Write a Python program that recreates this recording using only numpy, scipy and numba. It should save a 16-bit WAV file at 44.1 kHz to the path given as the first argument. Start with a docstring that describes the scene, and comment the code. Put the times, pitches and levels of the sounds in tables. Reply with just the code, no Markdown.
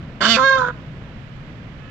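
"""A steady outdoor rumble and hiss surround a brick backyard pen. At 0.2 s a peafowl, close by and nearer
the right microphone, gives a harsh low honk: uneven pulses excite the resonances of its throat and beak.
The honk breaks upward into a ringing wail that starts with every second pulse weak, clears at its peak,
then sags and frays into a rattle. The pen answers with faint reflections.
Just before the end a thin note sounds far away, perhaps from another bird."""
import sys
import numpy as np
from scipy import signal
from scipy.fft import rfft, irfft
from scipy.io import wavfile
from numba import njit

SR = 44100
rng = np.random.default_rng(int(sys.argv[2]) if len(sys.argv) > 2 else 0)


def transcribe(u):
    """Save the signal u as a 16-bit wav file named by the first command-line argument.

    u: samples, shape (n,) or (channels, n), limited to [-1, 1]; the rate is SR.
    q: integer samples, one column per channel.
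    """
    v = np.clip(np.atleast_2d(u).T, -1, 1)
    q = np.round(v * 32767).astype(np.int16)
    wavfile.write(sys.argv[1], SR, q)


N = 83790

# Spectra of the outdoor noise. Each row: frequency in Hz, relative spectral density in dB.
RUMBLE_SPECTRUM = [(15, -36.5), (28, -3), (44, -8), (62, -3.5), (90, -5), (125, 1), (160, 0), (185, -8.5),
                   (240, -7.5), (360, -18), (560, -18.5), (900, -28.5), (2000, -33.5), (5000, -72)]
LEFT_HISS_SPECTRUM = [(60, 14), (500, 4.5), (1000, 3), (1700, 1.5), (3000, -17), (4300, -21.5), (6000, -41),
                      (8500, -50), (10000, -21), (12500, -30), (15500, -47)]
RIGHT_HISS_SPECTRUM = [(60, 11), (500, -12.5), (1000, -0.5), (1700, 1.5), (3000, -2.5), (4300, -12.5),
                       (6000, -21), (7300, -26), (8500, -31), (10000, -34), (12500, -34), (15500, -49.5)]
# The rumble swells and eases. Each row: time in seconds, gain in dB.
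RUMBLE_ENVELOPE = [(0, 4), (.13, 2), (.25, -0.5), (1., 1.5), (1.3, -0.5), (1.9, 0.5)]
RUMBLE_DB, RUMBLE_SIDE_DB, HISS_LEFT_DB, HISS_RIGHT_DB = -36.5, -19.5, -48, -42.5

# Pulse rate of the honk. Each row: time in seconds, pitch in Hz.
HONK_CONTOUR = [(.205, 184.2), (.228, 202.1), (.25, 208.7), (.272, 223.5), (.311, 231.4), (.335, 227.7),
                (.375, 215)]
# Irregularity of its pulses. Each row: time in seconds, roughness from 0 to 1.
HONK_ROUGHNESS = [(.205, .7), (.23, .85), (.262, 1), (.285, .5), (.302, .08), (.332, .08), (.345, .28),
                  (.364, .2), (.38, .7)]
# Balance of the honk. Each row: time in seconds, then bass, middle and treble gains in dB.
HONK_BAND_GAINS = [(.206, -9.5, -5.5, -18.5), (.22, -2.5, 1, -8), (.262, -3.5, 2.5, -4),
                   (.28, -1, -1.5, -3.5), (.315, -5, -5, 1), (.345, -4.5, -10, -2.5), (.364, -2, -2, -3),
                   (.372, -19.5, -2, -19.5), (.39, -9, 1.5, -13.5)]
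# Resonances of the throat and beak. Each row: centre in Hz, width in Hz, gain in dB.
BASS_FORMANTS = [(242, 102, -18), (662, 270, -24), (886, 69, -40.5)]
MIDDLE_FORMANTS = [(1113, 303, -17.5), (1371, 73, -11.5), (1544, 220, -15.5), (2058, 140, -23)]
TREBLE_FORMANTS = [(3480, 460, -14), (4510, 500, -16), (5600, 700, -26.5), (6800, 1100, -31.5),
                   (13100, 2500, -59)]
BEAK_FORMANT = [(3066, 337, -10.5)]
SMOOTH_VOICE_FORMANTS = [(2013, 210, -19), (5470, 380, -28.5)]
HONK_START_S, HONK_END_S = .205, .396
HONK_JITTER_CYCLES, HONK_SHIMMER, HONK_NOISE = .05, .22, .45  # at full roughness
HONK_SMEAR_CYCLES = .65  # the treble of each pulse is spread over this share of a cycle
BEAK_CLOSES_S, BEAK_SLIDE_PER_S, BEAK_LOWEST_RATIO = .334, 10.7, .82

# Rough bricks scatter mostly treble. Each row: frequency in Hz, gain in dB.
BRICK_SCATTER = [(200, -18), (1600, -18), (3000, -6), (5000, 0)]
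HONK_WALL_DB, WAIL_WALL_DB, WALL_T60_S = -6, -14, .06
PEN_DB, PEN_T60_S = -23, .6

# Fundamental of the wail. Each row: time in seconds, pitch in Hz.
WAIL_CONTOUR = [(.368, 517), (.39, 523.1), (.42, 520.7), (.45, 537.9), (.482, 537.9), (.52, 533.3),
                (.56, 529.7), (.61, 509.5), (.655, 493.2), (.72, 491.4)]
# Balance of the wail. Each row: time in seconds, levels of harmonics 1, 2, 3 in dB, overtone gain in dB.
WAIL_HARMONIC_LEVELS = [(.37, -20, -20.5, -32, -29), (.385, -23, -10.5, -32.5, -5.5),
                        (.415, -25, -9.5, -22.5, -9), (.445, -22, -10.5, -11, -0.5),
                        (.484, -22.5, -17, -7.5, 0.5), (.515, -24, -12.5, -10.5, -2.5),
                        (.555, -23.5, -11, -14, -2), (.585, -25.5, -15, -21.5, -10.5),
                        (.635, -31.5, -15.5, -21, -18.5), (.68, -35.5, -27, -24, -44),
                        (.715, -36, -28, -28.5, -50)]
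# Breaking of the voice. Each row: time in seconds, subharmonic gain in dB, roughness from 0 to 1.
WAIL_BREAKUP = [(.37, -16.5, 0.8), (.393, 2.5, .18), (.435, 0, 0), (.462, -15, .04), (.555, -35, 0.12),
                (.585, 0, 0.5), (.64, -14, 0.6), (.685, -14.5, 0.93), (.72, -39, 0.3)]
# Spectral envelopes of the wail. Each row: frequency in Hz, relative level in dB.
OVERTONE_SPECTRUM = [(2130, -24.5), (2680, -34.5), (3220, -28.5), (3760, -24), (4300, -27), (4830, -39.5),
                     (5370, -37.5), (6450, -41), (7000, -42.5), (7600, -65), (8600, -52.5), (11000, -73),
                     (14000, -66)]
SUBHARMONIC_SPECTRUM = [(262, -34), (786, -31.5), (1310, -16), (1830, -38), (2400, -43), (2900, -53.5),
                        (3400, -35), (3900, -63.5), (4500, -47.5), (7000, -44), (8500, -78.5)]
# Resonances excited by turbulence in the throat. Each row: centre in Hz, width in Hz, gain in dB.
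RASP_FORMANTS = [(1350, 330, -14.5), (1423, 200, -18), (3550, 580, -35), (5800, 1200, -72.5)]
WAIL_START_S, WAIL_END_S, RASP_FADE_DB_PER_S = .362, .724, 17.5
WAIL_JITTER_CYCLES, WAIL_FLUTTER, RATTLE_DB = .006, .76, 2.4  # at full roughness
FLUTTER_HZ, RATTLE_HZ, WAVER_HZ = 90, 110, 50
WAVER_DB, WAVER_GROWS_S, LOW_WAVER_SHARE = 3.5, .48, .4  # past the peak each harmonic wavers more
OVERTONE_SOFTEN_DB = 3.5  # the wail loses its edge as it frays

# Partials of the far-off call. Each row: frequency in Hz, level in dB.
FAR_PARTIALS = [(1290, -49.5), (1720, -47.5), (2580, -49.5), (3010, -53)]
FAR_START_S, FAR_END_S, FAR_FADE_S = 1.775, 2.0, .05

# Acoustic shade at the left microphone. Each row: frequency in Hz, gain against the right in dB.
LEFT_GAIN = [(100, -30.5), (230, 4.5), (530, 5), (690, 7.5), (820, -17), (1050, -11.5), (1330, -6.5),
             (1600, -5.5), (2050, -10.5), (2600, -15), (3100, -28), (3800, -18.5), (4500, -25),
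             (7000, -28.5), (12000, -2)]
# Phase at the left microphone. Each row: frequency in Hz, lead over the right in radians.
LEFT_LEAD = [(0, 0), (300, 0), (550, -.3), (780, -.6), (1030, 1.4), (1290, -1.2), (1600, -.3), (2150, .8),
             (3100, -.8), (3800, -3.9)]
# Treble dip of both microphones. Each row: frequency in Hz, gain in dB.
MIC_RESPONSE = [(7500, 0), (8400, -6), (9200, -21), (10500, -26), (12000, -3), (14000, -5), (15500, -11)]
PEAK_LIMIT, TOP_HZ = .92, 15500


def undb(db):
    """Amplitude grows tenfold for every 20 dB."""
    return 10 ** (np.asarray(db) / 20)


def times():
    """Uniform sampling instants, in seconds."""
    return np.arange(N) / SR


def curves(table):
    """Linear interpolation in time, one curve for each column after the first."""
    rows = np.array(table, float)
    return [np.interp(times(), rows[:, 0], col) for col in rows[:, 1:].T]


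def gain_at(hz, points):
    """Gain of a (Hz, dB) spectrum, interpolated over log frequency."""
    f, db = np.array(points, float).T
    return undb(np.interp(np.log(np.maximum(hz, 1)), np.log(f), db))


def colour(x, points, lead=0):
    """Filtering multiplies the spectrum by a (Hz, dB) gain and a (Hz, radians) phase lead."""
    f = np.arange(N + 1) * SR / (2 * N)
    turn = np.interp(f, *np.array(lead).T) if lead else 0
    return irfft(rfft(x, 2 * N) * gain_at(f, points) * np.exp(1j * turn))[..., :N]


def noise(points, db):
    """Filtered white noise, scaled to an RMS level."""
    x = colour(rng.standard_normal(N), points)
    return x / x.std() * undb(db)


def wander(hz):
    """Random modulation: noise of unit deviation, low-passed at hz."""
    rolloff = np.sqrt(1 + (np.fft.rfftfreq(N, 1 / SR) / hz) ** 8)
    x = irfft(rfft(rng.standard_normal(N)) / rolloff, N)
    return x / x.std()


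def gate(start, end, attack_s, release_s):
    """A trapezoidal envelope: attack, hold, release."""
    return np.clip((times() - start) / attack_s, 0, 1) * np.clip((end - times()) / release_s, 0, 1)


@njit
def resonator(x, hz, width):
    """A second-order resonance with a moving centre and unit gain there."""
    y, band, low = np.empty(len(x)), 0., 0.
    for i in range(len(x)):
        g, damping = np.tan(np.pi * hz[i] / SR), width / hz[i]
        v = (band + g * (x[i] + 1e-18 - low)) / (1 + g * (g + damping))
        band, low, y[i] = 2 * v - band, low + 2 * g * v, damping * v
    return y


def ring(x, formants, slide=1):
    """Formants add in parallel, each two resonators in cascade; slide scales their centres."""
    scale = slide * np.ones(N)
    return sum(undb(db) * resonator(resonator(x, hz * scale, float(width)), hz * scale, float(width))
               for hz, width, db in formants)


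def outdoors():
    """Distant rumble is nearly coherent at the two microphones; their hiss is uncorrelated."""
    swell_db = curves(RUMBLE_ENVELOPE)[0] + .69 * wander(4.3)
    rumble = noise(RUMBLE_SPECTRUM, RUMBLE_DB) * undb(swell_db)
    side = noise(RUMBLE_SPECTRUM, RUMBLE_DB + RUMBLE_SIDE_DB)
    return np.array([rumble + side + noise(LEFT_HISS_SPECTRUM, HISS_LEFT_DB),
                     rumble - side + noise(RIGHT_HISS_SPECTRUM, HISS_RIGHT_DB)])


def puffs(cycles, hz, decay_cycles):
    """Turbulent noise modulated once a cycle, about as strong as a train of unit harmonics."""
    opening = np.exp(-(cycles % 1) / decay_cycles)
    return rng.standard_normal(N) * opening / np.sqrt(np.mean(opening ** 2)) * np.sqrt(SR / hz / 4)


def honk():
    """Source and filter: uneven low pulses and puffs of air excite the throat and beak resonances."""
    (hz,), (rough,) = curves(HONK_CONTOUR), curves(HONK_ROUGHNESS)
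    bass_db, middle_db, treble_db = curves(HONK_BAND_GAINS)
    cycles = np.cumsum(hz * (times() > HONK_START_S)) / SR - .15
    cycles += HONK_JITTER_CYCLES * rough * wander(173.6)
    lags = np.cumsum(HONK_SMEAR_CYCLES * rng.random(63) * np.minimum(np.arange(63) / 12, 1))
    pulses = sum(np.cos(2 * np.pi * (k * cycles - lag)) for k, lag in enumerate(lags, 1))
    pulses *= 1 + HONK_SHIMMER * rough * wander(80)
    air = HONK_NOISE * rough * puffs(cycles, hz, decay_cycles=.22)
    envelope = gate(HONK_START_S, HONK_END_S, attack_s=.00093, release_s=.018)
    source = envelope * (pulses + air)
    bass = ring(envelope * (pulses + .13 * air), BASS_FORMANTS)
    middle = ring(source, MIDDLE_FORMANTS)
    # The closing beak lowers its resonance.
    slide = np.clip(1 - BEAK_SLIDE_PER_S * (times() - BEAK_CLOSES_S), BEAK_LOWEST_RATIO, 1)
    treble = ring(source, BEAK_FORMANT, slide) + ring(source, TREBLE_FORMANTS)
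    treble += ring(source * (1 - rough) ** 2, SMOOTH_VOICE_FORMANTS)
    return undb(bass_db) * bass + undb(middle_db) * middle + undb(treble_db) * treble


def echoes(x, t60, db):
    """Diffuse reflections arrive after 3 ms and decay exponentially, by 60 dB in t60 seconds."""
    tail = rng.standard_normal(N) * np.exp(-np.log(1000) * times() / t60) * (times() > .003)
    return undb(db) * signal.fftconvolve(x, tail / np.linalg.norm(tail))[:N]


def pen(x, wall_db):
    """Superposition of direct sound, quick scatter from bricks and roof, and faint reverberation."""
    return x + echoes(colour(x, BRICK_SCATTER), WALL_T60_S, wall_db) + echoes(x, PEN_T60_S, PEN_DB)


def wail():
    """Period doubling puts subharmonics between a high voice's harmonics; random modulation frays it."""
    (hz,), (subharmonic_db, rough) = curves(WAIL_CONTOUR), curves(WAIL_BREAKUP)
    *low_levels_db, overtone_db = curves(WAIL_HARMONIC_LEVELS)
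    cycles = np.cumsum(hz * (1 + .003 * wander(35))) / SR
    cycles += WAIL_JITTER_CYCLES * rough * wander(300)
    waver_db = WAVER_DB * np.clip((times() - WAVER_GROWS_S) / .013, .3, 1)

    def partial(k):
        """Amplitude modulation of multiple k of the pitch; the lowest flutter least."""
        flutter = WAIL_FLUTTER * rough * min(k / 3, 1) ** 2 * wander(FLUTTER_HZ)
        return np.cos(2 * np.pi * (k * cycles + rng.random())) * (1 + flutter)

    low_harmonics = sum(undb(db + LOW_WAVER_SHARE * waver_db * wander(WAVER_HZ)) * partial(k)
                        for k, db in enumerate(low_levels_db, 1))
    overtones = sum(gain_at(k * hz, OVERTONE_SPECTRUM) * undb(waver_db * wander(WAVER_HZ)) * partial(k)
                    for k in range(4, 29))
    overtones *= undb(overtone_db - OVERTONE_SOFTEN_DB * rough)
    subharmonics = sum(gain_at(k * hz, SUBHARMONIC_SPECTRUM) * partial(k) for k in np.arange(16) + .5)
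    rasp_fade = undb(-RASP_FADE_DB_PER_S * (times() - WAIL_START_S))
    rasp = rough * rasp_fade * ring(puffs(cycles, hz, decay_cycles=.6), RASP_FORMANTS)
    envelope = gate(WAIL_START_S, WAIL_END_S, attack_s=.012, release_s=.014)
    rattle = undb(RATTLE_DB * rough * wander(RATTLE_HZ))
    return envelope * rattle * (low_harmonics + overtones + undb(subharmonic_db) * subharmonics + rasp)


def far_call():
    """Shared frequency modulation makes four faint partials one thin, unsteady note."""
    clock = np.cumsum(1 + .00366 * wander(30.3)) / SR
    note = sum(undb(db) * np.sin(2 * np.pi * hz * clock) for hz, db in FAR_PARTIALS)
    return note * gate(FAR_START_S, FAR_END_S, FAR_FADE_S, FAR_FADE_S)


def scene():
    """The bird faces the right microphone, the left lies in acoustic shade; each has its own echoes."""
    low, high, far = honk(), wail(), far_call()
    left, right = (pen(low, HONK_WALL_DB) + pen(high, WAIL_WALL_DB) + far for _ in range(2))
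    return np.array([colour(left, LEFT_GAIN, LEFT_LEAD), right]) + outdoors()


def record(dry):
    """Soft saturation rounds the peaks; filters dull the treble around 10 kHz and cut the top."""
    rounded = dry / (1 + (dry / PEAK_LIMIT) ** 8) ** (1 / 8)
    lowpass = signal.ellip(8, .2, 70, TOP_HZ, fs=SR, output="sos")
    return signal.sosfilt(lowpass, colour(rounded, MIC_RESPONSE))


dry = scene()
out = record(dry)
transcribe(out)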